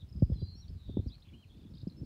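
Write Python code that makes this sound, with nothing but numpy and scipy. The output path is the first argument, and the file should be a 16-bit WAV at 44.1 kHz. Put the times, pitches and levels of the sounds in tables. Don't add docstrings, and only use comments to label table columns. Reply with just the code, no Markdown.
import sys
import numpy as np
from scipy import signal
from scipy.fft import rfft, irfft
from scipy.io import wavfile

SR = 44100
rng = np.random.default_rng(int(sys.argv[2]) if len(sys.argv) > 2 else 0)


def dump_mix(stems):
    frames = np.atleast_2d(stems).T
    limited = np.clip(frames, -1, 1)
    pcm = np.round(limited * 32767).astype(np.int16)
    wavfile.write(sys.argv[1], SR, pcm)


N = 90404

# [t/s, f/Hz, level/dB, warble depth/Hz]
LONG_WHISTLE = [(.338, 4450, -75, 3.5), (.362, 4110, -65.5, 29), (0.383, 4020, -64, 50),
                (.43, 4060, -62.5, 107), (0.486, 4153, -59.5, 133), (.535, 4236, -59, 87),
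                (0.556, 4230, -61, 43), (0.584, 4680, -73, 0), (.608, 4420, -68, 2), (0.625, 4060, -61, 9),
                (0.644, 3690, -67, 4), (0.659, 3240, -78, -3)]
# [t/s, f/Hz, level/dB, warble depth/Hz]
SINKING_TRILL = [(.73, 4450, -85, 200), (.79, 3920, -71, 200), (.84, 3830, -67, 130), (.89, 3650, -65, 200),
                 (.93, 3653, -65.5, 129), (.985, 3600, -61, 120), (1.012, 3660, -71, 79.5)]
# [t/s, length/s, start f/Hz, mid f/Hz, end f/Hz, level/dB, roughness/0-1]
WHISTLES = [ (-.01, 0.05, 3724, 3740, 3630, -63.5, 0.9), (0.123, 0.33, 5160, 4950, 5000, -75, 0.92),
            (0.389, 0.11, 4550, 4757, 4370, -63.5, 0.04), (0.477, 0.062, 4800, 4620, 4430, -69, 0.37),
            (0.621, 0.065, 5620, 5620, 5840, -75, 0.67), (0.686, 0.022, 4850, 5140, 5370, -67, 0.06),
            (0.704, .1, 5060, 4880, 4560, -81, 0.3), (0.84, .12, 4580, 4470, 4230, -78, .95),
            (1.078, 0.023, 4670, 4816, 4250, -59, 0.38), (1.125, .035, 2390, 2540, 2170, -72, 0),
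            (1.318, 0.035, 2110, 2420, 2860, -69.5, 0.4), (1.339, 0.092, 2950, 3200, 3140, -70.5, 0),
            (1.421, 0.031, 3115, 2880, 2090, -64.5, 0), (1.307, 0.22, 4080, 4110, 4180, -80, 0.48),
            (1.495, 0.033, 3200, 3340, 3220, -65.5, .5), (1.498, 0.079, 4330, 4230, 3930, -79.5, 0.4),
            (1.698, 0.032, 5750, 5230, 5360, -77, 0.1), (1.752, 0.012, 3220, 3220, 3230, -65, 0.16),
            (1.88, 0.024, 5220, 5120, 5100, -75, 0.2), (1.965, 0.044, 5210, 5287, 5220, -66.5, 0.09),
            (1.999, 0.044, 5300, 5250, 5330, -78, 0.2)]
# [t/s, length/s, start f/Hz, mid f/Hz, end f/Hz, level/dB]
CHIPS = [(0.086, 0.019, 5080, 5230, 5280, -67), (0.126, 0.0063, 5300, 5160, 4940, -57.5),
         (0.679, 0.008, 3820, 4620, 4860, -56.5), (0.682, 0.0094, 2640, 3350, 4350, -66.5),
         (1.07, 0.011, 5250, 5600, 4730, -66), (1.142, 0.0091, 3350, 3070, 2470, -68),
         (1.201, 0.0094, 4270, 5130, 5270, -62.5), (1.2198, 0.012, 2900, 3963, 4160, -58.5),
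         (1.222, 0.012, 3510, 4040, 4330, -62.5), (1.246, 0.02, 3000, 3460, 3340, -73),
         (1.282, 0.013, 2900, 3330, 3400, -65), (1.331, 0.0237, 3140, 2888, 2780, -64.5),
         (1.69, 0.0052, 3460, 4460, 5260, -77), (1.875, 0.0074, 4020, 4950, 5400, -57.5),
         (1.8962, 0.0087, 3600, 4180, 4800, -59), (1.92, 0.0094, 3600, 4180, 4900, -62.5),
         (2.036, 0.017, 5380, 4780, 4370, -72)]
# [start t/s, end t/s, period/s, chip length/s, start f/Hz, mid f/Hz, end f/Hz, level/dB]
TRILLS = [(.16, .345, .0338, .011, 5200, 5030, 4900, -66), (.324, .41, .037, .027, 3500, 3420, 3080, -71),
          (1.484, 1.67, .0348, .031, 3850, 3480, 3620, -71),
          (1.5685, 1.635, .012, .0055, 5500, 4550, 3600, -67),
          (1.5395, 1.655, .0355, .009, 2200, 2700, 3250, -72)]
# [t/s, level/dB, length/s]
SWOOPS = [(1.7353, -63, 0.021), (1.7677, -59.5, 0.021), (1.801, -58, 0.021)]
# [position/0-1, f/Hz, relative level/dB]
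SWOOP_SHAPE = [(0, 5470, -16), (.13, 4630, -2), (.27, 3750, -4), (.43, 3520, -8), (.62, 3760, -4.5),
               (.77, 4600, 0), (.88, 4980, 2), (1, 5000, -16)]
# [t/s, length/s, start f/Hz, end f/Hz, level/dB, flutter rate/Hz, flutter depth/Hz]
BUZZES = [(0.55, 0.031, 5400, 5530, -66.5, 97, 80), (0.575, 0.042, 5520, 5630, -60.5, 128, 85),
          (1.009, 0.092, 3850, 4340, -73.5, 81, 336), (1.097, 0.02, 3410, 3630, -62, 70, 200),
          (1.116, 0.043, 3787, 4326, -58, 91.7, 191), (1.243, 0.069, 2947, 2494, -71, 153, 403)]
# [t/s, nominal length/s, swing level/dB, start f/Hz, settling f/Hz, puff level/dB]
BUFFETS = [(0.028, 0.037, -38, 133, 58.6, -79), (0.153, 0.033, -38.5, 224, 119.6, -64.5),
           (0.171, 0.028, -33.5, 109.5, 57.4, -61.5), (0.222, 0.033, -14.5, 262.7, 42, -34.5),
           (0.299, 0.017, -26.5, 265, 125, -49.5), (0.317, 0.036, -22.5, 133.5, 49, -41),
           (.357, 0.021, -38, 256, 110, -76), (0.417, 0.0085, -34.5, 151, 89, -43),
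           (.424, 0.031, -27.5, 188, 64, -46.5), (0.553, 0.015, -49, 330, 151, -74),
           (0.881, 0.032, -34, 70, 59.6, -62), (0.892, 0.0096, -35, 292, 182, -41),
           (0.969, 0.02, -28.5, 415, 118, -32.5), (0.99, 0.022, -24, 115, 71, -52),
           (0.998, 0.013, -34.5, 357, 220, -44), (1.06, 0.019, -39.5, 328, 221, -52),
           (1.066, 0.028, -27, 101, 65.4, -57.5), (1.65, 0.019, -47, 337, 187, -57),
           (1.739, 0.023, -43, 207, 135, -66), (1.832, 0.016, -33, 159, 94, -57),
           (1.87, 0.019, -29, 286, 149.6, -45.5), (2.014, 0.023, -32, 219, 95, -72),
           (2.027, 0.0061, -49, 196, 110, -42)]
# [t/s, rumble level/dB, flutter level/dB]
WIND_LEVELS = [(0, -52.5, -68), (.11, -57, -68.5), (.16, -43.5, -58.5), (.37, -47.5, -60.5),
               (.6, -54.5, -74), (0.736, -43.5, -60.5), (0.819, -53.5, -70.5), (0.952, -44.5, -58),
               (1.119, -50, -66), (1.26, -57, -73.5), (1.357, -54.5, -59), (1.469, -59, -74.5),
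               (1.569, -55.5, -59.5), (1.7, -53.5, -58.5), (1.78, -50.5, -64), (1.941, -54, -60.5),
               (2.05, -44, -49)]
# [t/s, level/dB]
TICKS = [(0.3406, -59.5), (1.182, -61)]
# [f/Hz, relative level/dB]
PUFF_SPECTRUM = [(40, -16), (150, -1.5), (300, 3), (520, -7), (680, -13.5), (900, -17.5), (1300, -33),
                 (3000, -70), (9000, -110)]
RUMBLE_SPECTRUM = [(20, -35.5), (35, -8.5), (55, 2), (85, 2.5), (130, -2.5), (200, -11.5), (320, -38.5),
                   (700, -51), (3000, -120)]
FLUTTER_SPECTRUM = [(60, -24), (130, -4), (200, 4.5), (320, -2), (500, -16), (800, -34), (1500, -43),
                    (4000, -73.5), (9000, -120)]
AIR_SPECTRUM = [(30, 6), (300, 10.5), (600, 10.5), (1000, 7), (2000, 1.5), (3000, 3), (4300, 3),
                (6300, -4.5), (10000, -7.5), (15500, -9.5)]
TICK_SPECTRUM = [(1500, 8.5), (5000, -5), (15000, -8.5)]

WHISTLE_EDGE_S, CHIP_EDGE_S, TRILL_SLIP_S = .01, .0061, .002
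ROUGH_RATE_HZ, JITTER_HZ = 196, 135
GROUND_DB, GROUND_DELAY_S = -9, .0024
ECHO_DB, ECHO_T60_S, ECHO_DELAY_S = -7.5, .18, .0045
SWING_PEAK_SHARE, SLOWING_PER_LENGTH = .23, 3.45
PUFF_PEAK_S, PUFF_CUTOFF_HZ, PUFF_REF_DB, PUFF_DB_PER_OCTAVE = .0032, 940, -28, 10.5
KNOCK_HZ, KNOCK_PEAK_S = 520, .0024
GUST_DB, GUST_HZ = 2.6, 25
TICK_DECAY_S, AIR_DB, BAND_LIMIT_HZ = .0014, -74, 15750


def larks():
    out = np.zeros(N)
    add(out, *warble(LONG_WHISTLE, rate_hz=52, rough=.07))
    add(out, *warble(SINKING_TRILL, rate_hz=270, rough=.5))
    for start_s, length_s, *pitches_hz, db, rough in WHISTLES:
        edge_s = WHISTLE_EDGE_S + .34 * rough * length_s
        add(out, start_s, amp(db) * glide(length_s, pitches_hz, rough, edge_s))
    for start_s, length_s, *pitches_hz, db in CHIPS:
        add(out, start_s, amp(db) * ground_bounce(glide(length_s, pitches_hz, rough=.4)))
    for start_s, end_s, period_s, length_s, *pitches_hz, db in TRILLS:
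        for at_s in np.arange(start_s, end_s, period_s):
            slip_s = TRILL_SLIP_S * rng.uniform(-1, 1)
            add(out, at_s + slip_s, amp(db) * glide(length_s, pitches_hz, rough=.45))
    for start_s, db, length_s in SWOOPS:
        add(out, start_s, amp(db) * ground_bounce(swoop(length_s)))
    for start_s, *note in BUZZES:
        add(out, start_s, buzz(*note))
    return out


def warble(curve, rate_hz, rough):
    times_s, hz, db, depth_hz = np.transpose(curve)
    start_s, end_s = times_s[0], times_s[-1]
    t = np.arange(start_s, end_s, 1 / SR)
    scallop = 2 * (abs(np.sin(np.pi * rate_hz * (t - start_s))) - 2 / np.pi)
    tone = voice(np.interp(t, times_s, hz) + np.interp(t, times_s, depth_hz) * scallop, rough)
    envelope = amp(np.interp(t, times_s, db)) * gate(t - start_s, end_s - start_s, CHIP_EDGE_S)
    return start_s, tone * envelope


def glide(length_s, pitches_hz, rough, edge_s=CHIP_EDGE_S):
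    t = np.arange(0, length_s, 1 / SR)
    hz = np.polyval(np.polyfit([0, .5, 1], pitches_hz, 2), t / length_s)
    return gate(t, length_s, edge_s) * voice(hz, rough)


def swoop(length_s):
    position, hz, db = np.transpose(SWOOP_SHAPE)
    t = np.arange(0, length_s, 1 / SR)
    tone = voice(np.interp(t / length_s, position, hz), rough=.5)
    return tone * amp(np.interp(t / length_s, position, db)) * gate(t, length_s, edge_s=.0014)


def buzz(length_s, start_hz, end_hz, db, rate_hz, depth_hz):
    t = np.arange(0, length_s, 1 / SR)
    flutter = -np.cos(2 * np.pi * rate_hz * t)
    tone = voice(start_hz + (end_hz - start_hz) * t / length_s + depth_hz * flutter, rough=.27)
    return amp(db + .67 * flutter) * gate(t, length_s, CHIP_EDGE_S) * tone


def voice(hz, rough):
    size = len(hz)
    shake = unit_rms(wander(ROUGH_RATE_HZ, size) + 1j * wander(ROUGH_RATE_HZ, size))
    jitter_hz = rough * JITTER_HZ * wander(ROUGH_RATE_HZ, size)
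    carrier = np.exp(2j * np.pi * np.cumsum(hz + jitter_hz) / SR)
    return ((np.sqrt(1 - rough ** 2) + rough * shake) * carrier).real


def ground_bounce(note):
    lag = round(GROUND_DELAY_S * SR)
    return np.pad(note, (0, lag)) + amp(GROUND_DB) * np.pad(note, (lag, 0))


def hillside_echo(song):
    t = np.arange(SR // 2) / SR
    taps = rng.standard_normal(len(t)) * (rng.random(len(t)) < .05)
    taps *= (t > ECHO_DELAY_S) * amp(-60 * t / ECHO_T60_S)
    return amp(ECHO_DB) * signal.fftconvolve(song, taps / np.linalg.norm(taps))[:N]


def buffets():
    out = np.zeros(N)
    for start_s, length_s, db, start_hz, settle_hz, puff_db in BUFFETS:
        t = np.arange(0, 2 * length_s, 1 / SR)
        hz = settle_hz + (start_hz - settle_hz) * np.exp(-SLOWING_PER_LENGTH * t / length_s)
        swing = -amp(db) * np.sin(2 * np.pi * np.cumsum(hz) / SR) * pulse(t, SWING_PEAK_SHARE * length_s)
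        puff = amp(puff_db) * puff_noise(puff_db)[:len(t)] * pulse(t, PUFF_PEAK_S)
        knock = amp(2 * db - 5) * np.sin(2 * np.pi * KNOCK_HZ * t) * pulse(t, KNOCK_PEAK_S)
        add(out, start_s, (swing + puff + knock) * gate(t, t[-1], edge_s=.0018))
    return out


def puff_noise(db):
    cutoff_hz = np.clip(PUFF_CUTOFF_HZ * 2 ** ((db - PUFF_REF_DB) / PUFF_DB_PER_OCTAVE), 100, 4000)
    lowpass = signal.butter(2, cutoff_hz, fs=SR, output="sos")
    return unit_rms(signal.sosfilt(lowpass, noise(PUFF_SPECTRUM)))


def wind():
    times_s, rumble_db, flutter_db = np.transpose(WIND_LEVELS)
    t = np.arange(N) / SR
    gusts = amp(GUST_DB * wander(GUST_HZ, N))
    rumble = noise(RUMBLE_SPECTRUM) * amp(np.interp(t, times_s, rumble_db))
    flutter = noise(FLUTTER_SPECTRUM) * amp(np.interp(t, times_s, flutter_db))
    return gusts * (rumble + flutter)


def ticks():
    envelope, t = np.zeros(N), np.arange(SR // 20) / SR
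    for start_s, db in TICKS:
        add(envelope, start_s, amp(db) * np.exp(-t / TICK_DECAY_S))
    return envelope * noise(TICK_SPECTRUM)


def air():
    return amp(AIR_DB) * noise(AIR_SPECTRUM)


def noise(spectrum):
    hz, db = np.transpose(spectrum)
    gain = amp(np.interp(np.log(np.fft.rfftfreq(N, 1 / SR) + 1), np.log(hz), db))
    return unit_rms(irfft(rfft(rng.standard_normal(N)) * gain, N))


def wander(cutoff_hz, size):
    fft_size = N if size > 2 ** 14 else 2 ** 14
    hz = np.fft.rfftfreq(fft_size, 1 / SR)
    spectrum = rfft(rng.standard_normal(fft_size)) / np.sqrt(1 + (hz / cutoff_hz) ** 8)
    return unit_rms(irfft(spectrum))[:size]


def gate(t, length_s, edge_s):
    return np.sin(np.pi / 2 * np.clip(np.minimum(t, length_s - t) / edge_s, 0, 1))


def pulse(t, peak_s):
    return t / peak_s * np.exp(1 - t / peak_s)


def amp(db):
    return 10 ** (np.asarray(db) / 20)


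def unit_rms(x):
    return x / np.sqrt(np.mean(abs(x) ** 2) + 1e-20)


def add(mix, start_s, sound):
    at = round(start_s * SR)
    sound = sound[max(-at, 0):]
    part = mix[max(at, 0):][:len(sound)]
    part += sound[:len(part)]


def scene():
    song = larks()
    return (song + hillside_echo(song) + wind() + buffets() + ticks() + air())[None]


def record(dry):
    lowpass = signal.firwin(511, BAND_LIMIT_HZ, window=("kaiser", 9), fs=SR)
    return signal.oaconvolve(dry, lowpass[None], "same")


dry = scene()
out = record(dry)
dump_mix(out)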